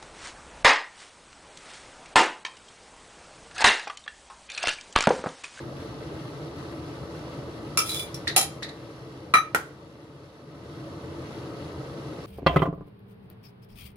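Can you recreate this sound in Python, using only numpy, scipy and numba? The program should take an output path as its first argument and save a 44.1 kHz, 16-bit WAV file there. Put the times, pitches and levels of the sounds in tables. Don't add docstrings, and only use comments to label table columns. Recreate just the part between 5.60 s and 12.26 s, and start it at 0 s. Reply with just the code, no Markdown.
import sys
import numpy as np
from scipy import signal
from scipy.fft import rfft, irfft, next_fast_len
from scipy.io import wavfile
from scipy.ndimage import uniform_filter1d
from numba import njit

SR = 44100
rng = np.random.default_rng(int(sys.argv[2]) if len(sys.argv) > 2 else 0)


def wav_out(sig):
    wavfile.write(sys.argv[1], SR, np.round(np.clip(np.atleast_2d(sig).T, -1, 1) * 32767).astype(np.int16))


N = 293706
TIME = np.arange(N) / SR
RING_TIME = TIME[:SR * 3 // 4]


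def undb(db):
    return 10 ** (np.asarray(db) / 20)


def unit(x):
    return x / np.sqrt(np.mean(x ** 2))


def burst(x):
    energy = np.sum(x ** 2, axis=-1, keepdims=True)
    return x / np.sqrt(energy / (SR / 50))


def add(out, s, sound):
    start = int(s * SR)
    out[:, start:start + sound.shape[-1]] += sound[:, :N - start]


def shape(x, gain):
    size = next_fast_len(x.shape[-1] + 4096)
    hz = np.maximum(np.arange(size // 2 + 1) * SR / size, 1)
    return irfft(rfft(x, size) * gain(hz), size)[..., :x.shape[-1]]


def colour(points, hz):
    at, db = np.transpose(points)
    return undb(np.interp(np.log(hz), np.log(at), db))


def resonance_db(hz, centre_hz, width_hz, lift_db):
    return lift_db / (1 + (2 * (hz - centre_hz) / width_hz) ** 2)


def passband(x, lo_hz, hi_hz, order=1):
    edges = [lo_hz, min(hi_hz, SR / 2 - 100)]
    return signal.sosfilt(signal.butter(order, edges, "band", fs=SR, output="sos"), x)


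MIC_GAP_M = 0.1


def diffuse(pair):
    def likeness(hz):
        return .995 * np.sinc(2 * hz * MIC_GAP_M / 343)
    mid = shape(pair[0] + pair[1], lambda hz: np.sqrt(1 + likeness(hz)))
    side = shape(pair[0] - pair[1], lambda hz: np.sqrt(1 - likeness(hz)))
    return np.array([mid + side, mid - side]) / 2


PAN_T60_S, NEAR_T60_S, ROOM_T60_S = 0.039, 0.15, 0.37
PAN_ECHO_DB, ROOM_DB = -2, -9.5


def kitchen():
    first, near, far = (diffuse(rng.standard_normal((2, len(RING_TIME)))) for _ in range(3))
    fade_db = -60 * RING_TIME
    first = burst(first * undb(fade_db / PAN_T60_S))
    near = burst(near * undb(fade_db / NEAR_T60_S))
    far = burst(passband(far, 60, 7600) * undb(fade_db / ROOM_T60_S))
    return undb(PAN_ECHO_DB) * first + near + undb(ROOM_DB) * far


def through(x, response):
    x = np.atleast_2d(x)
    return signal.fftconvolve(x, response, axes=-1)[:, :x.shape[-1]]


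@njit
def ring_bubbles(starts, hz, cycles, size, glide):
    out = np.zeros(N)
    for k in range(len(starts)):
        length = int(cycles[k] * SR / hz[k]) + 2
        pole = np.exp(2j * np.pi * hz[k] / SR - 5.8 / length)
        bend = np.exp(2j * np.pi * hz[k] / SR * glide / length)
        z = size[k] + 0j
        for i in range(starts[k], min(N, starts[k] + length)):
            z *= pole
            pole *= bend
            out[i] += z.imag
    return out


def swarm(rate, lo_hz, hi_hz, cycles, scatter_db, glide):
    when, pitch, life, strength = rng.random((int(rate * N / SR), 4)).T
    hz = lo_hz + (hi_hz - lo_hz) * pitch
    rarity = -np.log(1 - strength)
    strength_db = scatter_db * rarity / (1 + rarity / 10)
    size = np.sqrt(hz) * undb(strength_db)
    size = size * rng.choice([-1., 1.], len(hz))
    return ring_bubbles((when * N).astype(np.int64), hz, cycles * (.5 + life), size, glide)


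# frequency in Hz, relative level in dB per Hz.
BOIL_SPECTRUM = [(15, -61.5), (25, -31), (38, -26), (65, -12), (129, -2.5), (190, -9), (248, -8), (323, 0),
                 (366, -8), (429, -4.5), (559, -10), (768, -14), (1280, -18), (1400, -28.5), (1700, -34),
                 (2210, -56.5), (3740, -120)]
# frequency in Hz, width in Hz, lift in dB.
PAN_RESONANCES = [(83.5, 42, 6), (103, 11, -7.5), (143.6, 38, 6), (252, 18, -2.5), (292, 12, 2),
                  (338.6, 11, 4.5), (379, 9.2, -9), (450.4, 27, 2), (570, 33, 6), (770, 32, -5.5),
                  (1159, 24, 5.5), (1327, 120, 7.5)]
BOIL_DB = -37


def boil():
    pair = np.array([swarm(rate=3200, lo_hz=30.4, hi_hz=1794, cycles=18.1, scatter_db=2.0, glide=0.16)
                     for _ in range(2)])

    def body(hz):
        lift_db = sum(resonance_db(hz, *row) for row in PAN_RESONANCES)
        return colour(BOIL_SPECTRUM, hz) * undb(lift_db)
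    balance_db = np.array([[.35], [-.35]])
    return unit(shape(diffuse(pair), body)) * undb(BOIL_DB + balance_db)


def surge(rate, depth_db):
    knots = np.arange(0, TIME[-1] + 1, 1 / rate)
    return undb(depth_db * np.interp(TIME, knots, rng.standard_normal(len(knots))))


# frequency in Hz, relative level in dB per Hz.
FROTH_SPECTRUM = [(880, -31), (1500, -1), (2300, -5.5), (3250, -6), (4370, -8), (4970, -9.5), (5330, -11),
                  (8240, -21.5), (9100, -17), (10600, -16.5), (14500, -34), (15400, -31.5), (16000, -48)]
FROTH_DB = -50.5


def froth(room, rim_hz=4270, rim_width_hz=150, rim_db=4):
    pair = np.array([swarm(rate=6000, lo_hz=1316, hi_hz=16000, cycles=11, scatter_db=0.5, glide=.07)
                     for _ in range(2)])
    wet = unit(through(pair[0], room)) + unit(through(pair[1], kitchen()))
    fizz = unit(wet) + undb(3.5) * unit(diffuse(pair))

    def body(hz):
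        return colour(FROTH_SPECTRUM, hz) * undb(resonance_db(hz, rim_hz, rim_width_hz, rim_db))
    return unit(shape(fizz, body)) * undb(FROTH_DB) * surge(rate=14, depth_db=0.83)


MIC_LAG_S = .0001


def with_direct(room, direct_db):
    straight = np.sinc((RING_TIME - np.array([[MIC_LAG_S], [0]])) * SR)
    return room + undb(direct_db) * burst(straight)


def mode(hz, t60, split=0.0041, twin_db=-2):
    lower = np.cos(2 * np.pi * hz * (1 - split) * RING_TIME)
    upper = undb(twin_db) * np.cos(2 * np.pi * hz * (1 + split) * RING_TIME)
    onset = 1 - np.exp(-RING_TIME * hz)
    return (lower + upper) * np.exp(-np.log(1000) * RING_TIME / t60) * onset


# frequency in Hz, t60 in seconds,
# then relative level in dB when met by the tip, by the edge, by the flat, and when dragged.
METAL_MODES = [(717, 0.4, -31, -10, -19, -34.5), (798, 0.12, -32, -6, -23, -35.5),
               (1170, 0.087, -33, -27, -16, -25.5), (1289, 0.16, 0, -16.5, -1.5, -20.5),
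               (1258, 0.099, -10, -8, 6.5, -14), (1340, 0.16, -2.5, -9, -29, -11.5),
               (1910, 0.072, -22, -5, -3.5, -31), (2360, 0.13, -3.5, -3.5, -4.5, -3),
               (2380, 0.076, -12.5, -8.5, -8.5, -11), (2670, .09, -1.5, -3, -38, -22),
               (3180, 0.37, -15, -0.5, -47, -22), (3490, .06, -13, -17.5, -32, 1),
               (3950, .14, -16.5, -5.5, -9.5, -4), (4060, 0.13, -22, 2, -38, -14.5),
               (4980, 0.03, -6.5, -2.5, -21.5, -3), (5400, .14, -14.5, -2, -39, -13.5),
               (5550, 0.13, -2.5, -9, -28, -16.5), (5970, .1, -16.5, -12, -17.5, -12),
               (6160, .14, -22.5, -17.5, -16.5, -13.5), (6800, .14, -21.5, -5, -41.5, -18.5),
               (6800, 0.054, -5.5, -6.5, -42, -12), (6880, 0.35, -20, -4.5, -32, -13.5),
               (8380, 0.061, -11.5, -0.5, -23, -20), (9320, 0.1, -10.5, -9.5, -14.5, -6),
               (9530, .11, -13, 1.5, -28.5, -6), (9470, .12, -12.5, -5, -40, -5),
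               (10090, 0.08, -7, 3, -31, -8), (10200, .08, -18.5, -14, -40.5, -4),
               (11210, .15, -12.5, -5, -18.5, -11), (12200, .08, -13, -7, -44, -9.5),
               (12800, .12, -15, -21.5, -25.5, -13), (12240, .08, -15, -3.5, -44.5, -11),
               (14320, .06, -39, -13, -40.5, -24), (15080, .1, -19.5, -32, -31, -16.5)]
PARTS = ("tip", "edge", "flat", "drag")
SPOT_DB = 2.44


def metal(room):
    path = with_direct(room, direct_db=-2.0)
    return np.array([burst(through(mode(hz, t60), path)) for hz, t60, *_ in METAL_MODES])


def ring(modes, part, scatter_db):
    db = np.array(METAL_MODES)[:, 2 + PARTS.index(part)]
    db = db + scatter_db * rng.standard_normal(len(METAL_MODES))
    return burst(np.tensordot(undb(db), modes, 1))


def contact(knock_hz, knock_db, click_db, low_hz, top_hz, direct_db):
    room = with_direct(kitchen(), direct_db)
    narrow = passband(room, knock_hz / 1.054, knock_hz * 1.052)
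    knock = burst(passband(narrow, knock_hz / 2, knock_hz * 2))
    click = burst(passband(room, low_hz, top_hz, order=2))
    return undb(knock_db) * knock + undb(click_db) * click


# start in seconds, part that strikes, ring level in dB,
# seconds until it falls back.
BLOWS = [(2.1736, "tip", -18.5, .03), (2.7627, "edge", -13, .05), (3.7383, "flat", -5.2, 0.03)]
CONTACT_NOISE = {"tip": (5197, -11, -10, 1800, 12499), "edge": (780, -12, -6, 450.5, 10000),
                 "flat": (1800, -15, -16, 220, 2000)}
CHATTER_S, CHATTER_DB, FALL_BACK_DB = .0145, -4.5, -12
REST_DAMP_DB_PER_S = 55


def clinks(modes):
    out = np.zeros((2, N))
    for s, part, db, fall_s in BLOWS:
        for land_s, land_db in ((0, db), (fall_s, db + FALL_BACK_DB)):
            for late_s, loss_db in ((0, 0), (CHATTER_S, CHATTER_DB)):
                rested_s = np.maximum(land_s + late_s + RING_TIME - fall_s - CHATTER_S, 0)
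                rings = ring(modes, part, SPOT_DB) * undb(-REST_DAMP_DB_PER_S * rested_s)
                noise = contact(*CONTACT_NOISE[part], direct_db=-11)
                add(out, s + land_s + late_s, undb(land_db + loss_db) * (rings + noise))
    return out


DRAG_START_S, DRAG_FIRM_S, DRAG_END_S = 2.2, 2.3, 2.43
SLIP_DB, PRESS_DB_PER_S, EASE_DB_PER_S = -38.5, 190, 64


def scrape(modes, room, slip_rate=150, grit_db=-3, uneven_db=5):
    out = np.zeros((2, N))
    grid = np.arange(DRAG_START_S, DRAG_END_S, 1 / slip_rate)
    grit = burst(passband(room, 2500, 13700))
    for when, late, force in zip(grid, rng.random(len(grid)), rng.standard_normal(len(grid))):
        slack_db = max(PRESS_DB_PER_S * (DRAG_FIRM_S - when), EASE_DB_PER_S * (when - DRAG_FIRM_S))
        slip = ring(modes, "drag", scatter_db=2.0) + undb(grit_db) * grit
        add(out, when + late / slip_rate, undb(SLIP_DB - slack_db + uneven_db * force) * slip)
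    return out


# start in seconds,
# level in dB that its tick, tone and ring are set against, pitch in Hz.
CATCHES = [(2.2602, -27, 9730), (2.293, -17, 3960), (2.3164, -20.5, 3980), (2.3438, -22.5, 3440),
           (2.3614, -22, 3470), (2.394, -20.5, 3470), (2.5433, -25, 5500)]


def catches(modes, room, tone_db=-15, tone_t60=.07, ring_db=-17):
    out = np.zeros((2, N))
    for s, db, hz in CATCHES:
        tick = contact(knock_hz=hz, knock_db=-18, click_db=-20, low_hz=4000, top_hz=13000, direct_db=-19.5)
        tone = undb(tone_db) * burst(through(mode(hz, tone_t60), room))
        rings = undb(ring_db) * ring(modes, "drag", SPOT_DB)
        add(out, s, undb(db) * (tick + tone + rings))
    return out


# start in seconds, level of the landing in dB.
TAPS = [(2.672, -27.3), (3.024, -33), (3.085, -43)]
TAP_HZ, ROCK_HZ, ROCK_S, ROCK_DB, BOUNCE_S, BOUNCE_DB = 1890, 3900, .0055, 3, 0.023, -6


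def taps(modes, ring_db=-20):
    out = np.zeros((2, N))
    steps = ((0, TAP_HZ, 0), (ROCK_S, ROCK_HZ, ROCK_DB), (BOUNCE_S, TAP_HZ, BOUNCE_DB))
    for s, db in TAPS:
        for late_s, hz, step_db in steps:
            tap = contact(knock_hz=hz, knock_db=-0.5, click_db=-14, low_hz=1200, top_hz=4300, direct_db=-14.5)
            rings = undb(ring_db) * ring(modes, "drag", SPOT_DB)
            add(out, s + late_s, undb(db + step_db) * (tap + rings))
    return out


PUT_DOWN_S, PUT_DOWN_DB = 3.9472, -12


def put_down(modes, ring_db=-19):
    out = np.zeros((2, N))
    knock = contact(knock_hz=1445, knock_db=0, click_db=-9.5, low_hz=896, top_hz=12700, direct_db=-7.5)
    thud = contact(knock_hz=1870, knock_db=-6.5, click_db=-4.5, low_hz=200, top_hz=1400, direct_db=0.0)
    add(out, PUT_DOWN_S, knock + thud + undb(ring_db) * ring(modes, "edge", SPOT_DB))
    return undb(PUT_DOWN_DB) * out


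def scene():
    room = kitchen()
    modes = metal(room)
    broth = boil() + froth(room)
    strokes = clinks(modes) + scrape(modes, room) + catches(modes, room)
    return broth + strokes + taps(modes) + put_down(modes)


@njit
def ride(wanted_db, hold_s, attack_s, release_db_per_s):
    out, target, cut, wait = np.empty(N), 0., 0., 0.
    for i in range(N):
        wait -= 1 / SR
        if wanted_db[i] >= target:
            target, wait = wanted_db[i], hold_s
        elif wait < 0:
            target -= release_db_per_s / SR
        cut += (target - cut) / (attack_s * SR)
        out[i] = cut
    return out


TOP_HZ = 15700


def record(dry, threshold_db=-20, slope=0.66):
    power = uniform_filter1d(np.mean(dry ** 2, axis=0), size=1024)
    over_db = np.maximum(10 * np.log10(np.abs(power) + 1e-12) - threshold_db, 0)
    cut_db = ride(slope * over_db, hold_s=0.95, attack_s=0.28, release_db_per_s=31.0)
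    rounded = np.tanh(dry * undb(-cut_db))
    return signal.sosfilt(signal.ellip(8, .2, 70, TOP_HZ, fs=SR, output="sos"), rounded)


dry = scene()
out = record(dry)
wav_out(out)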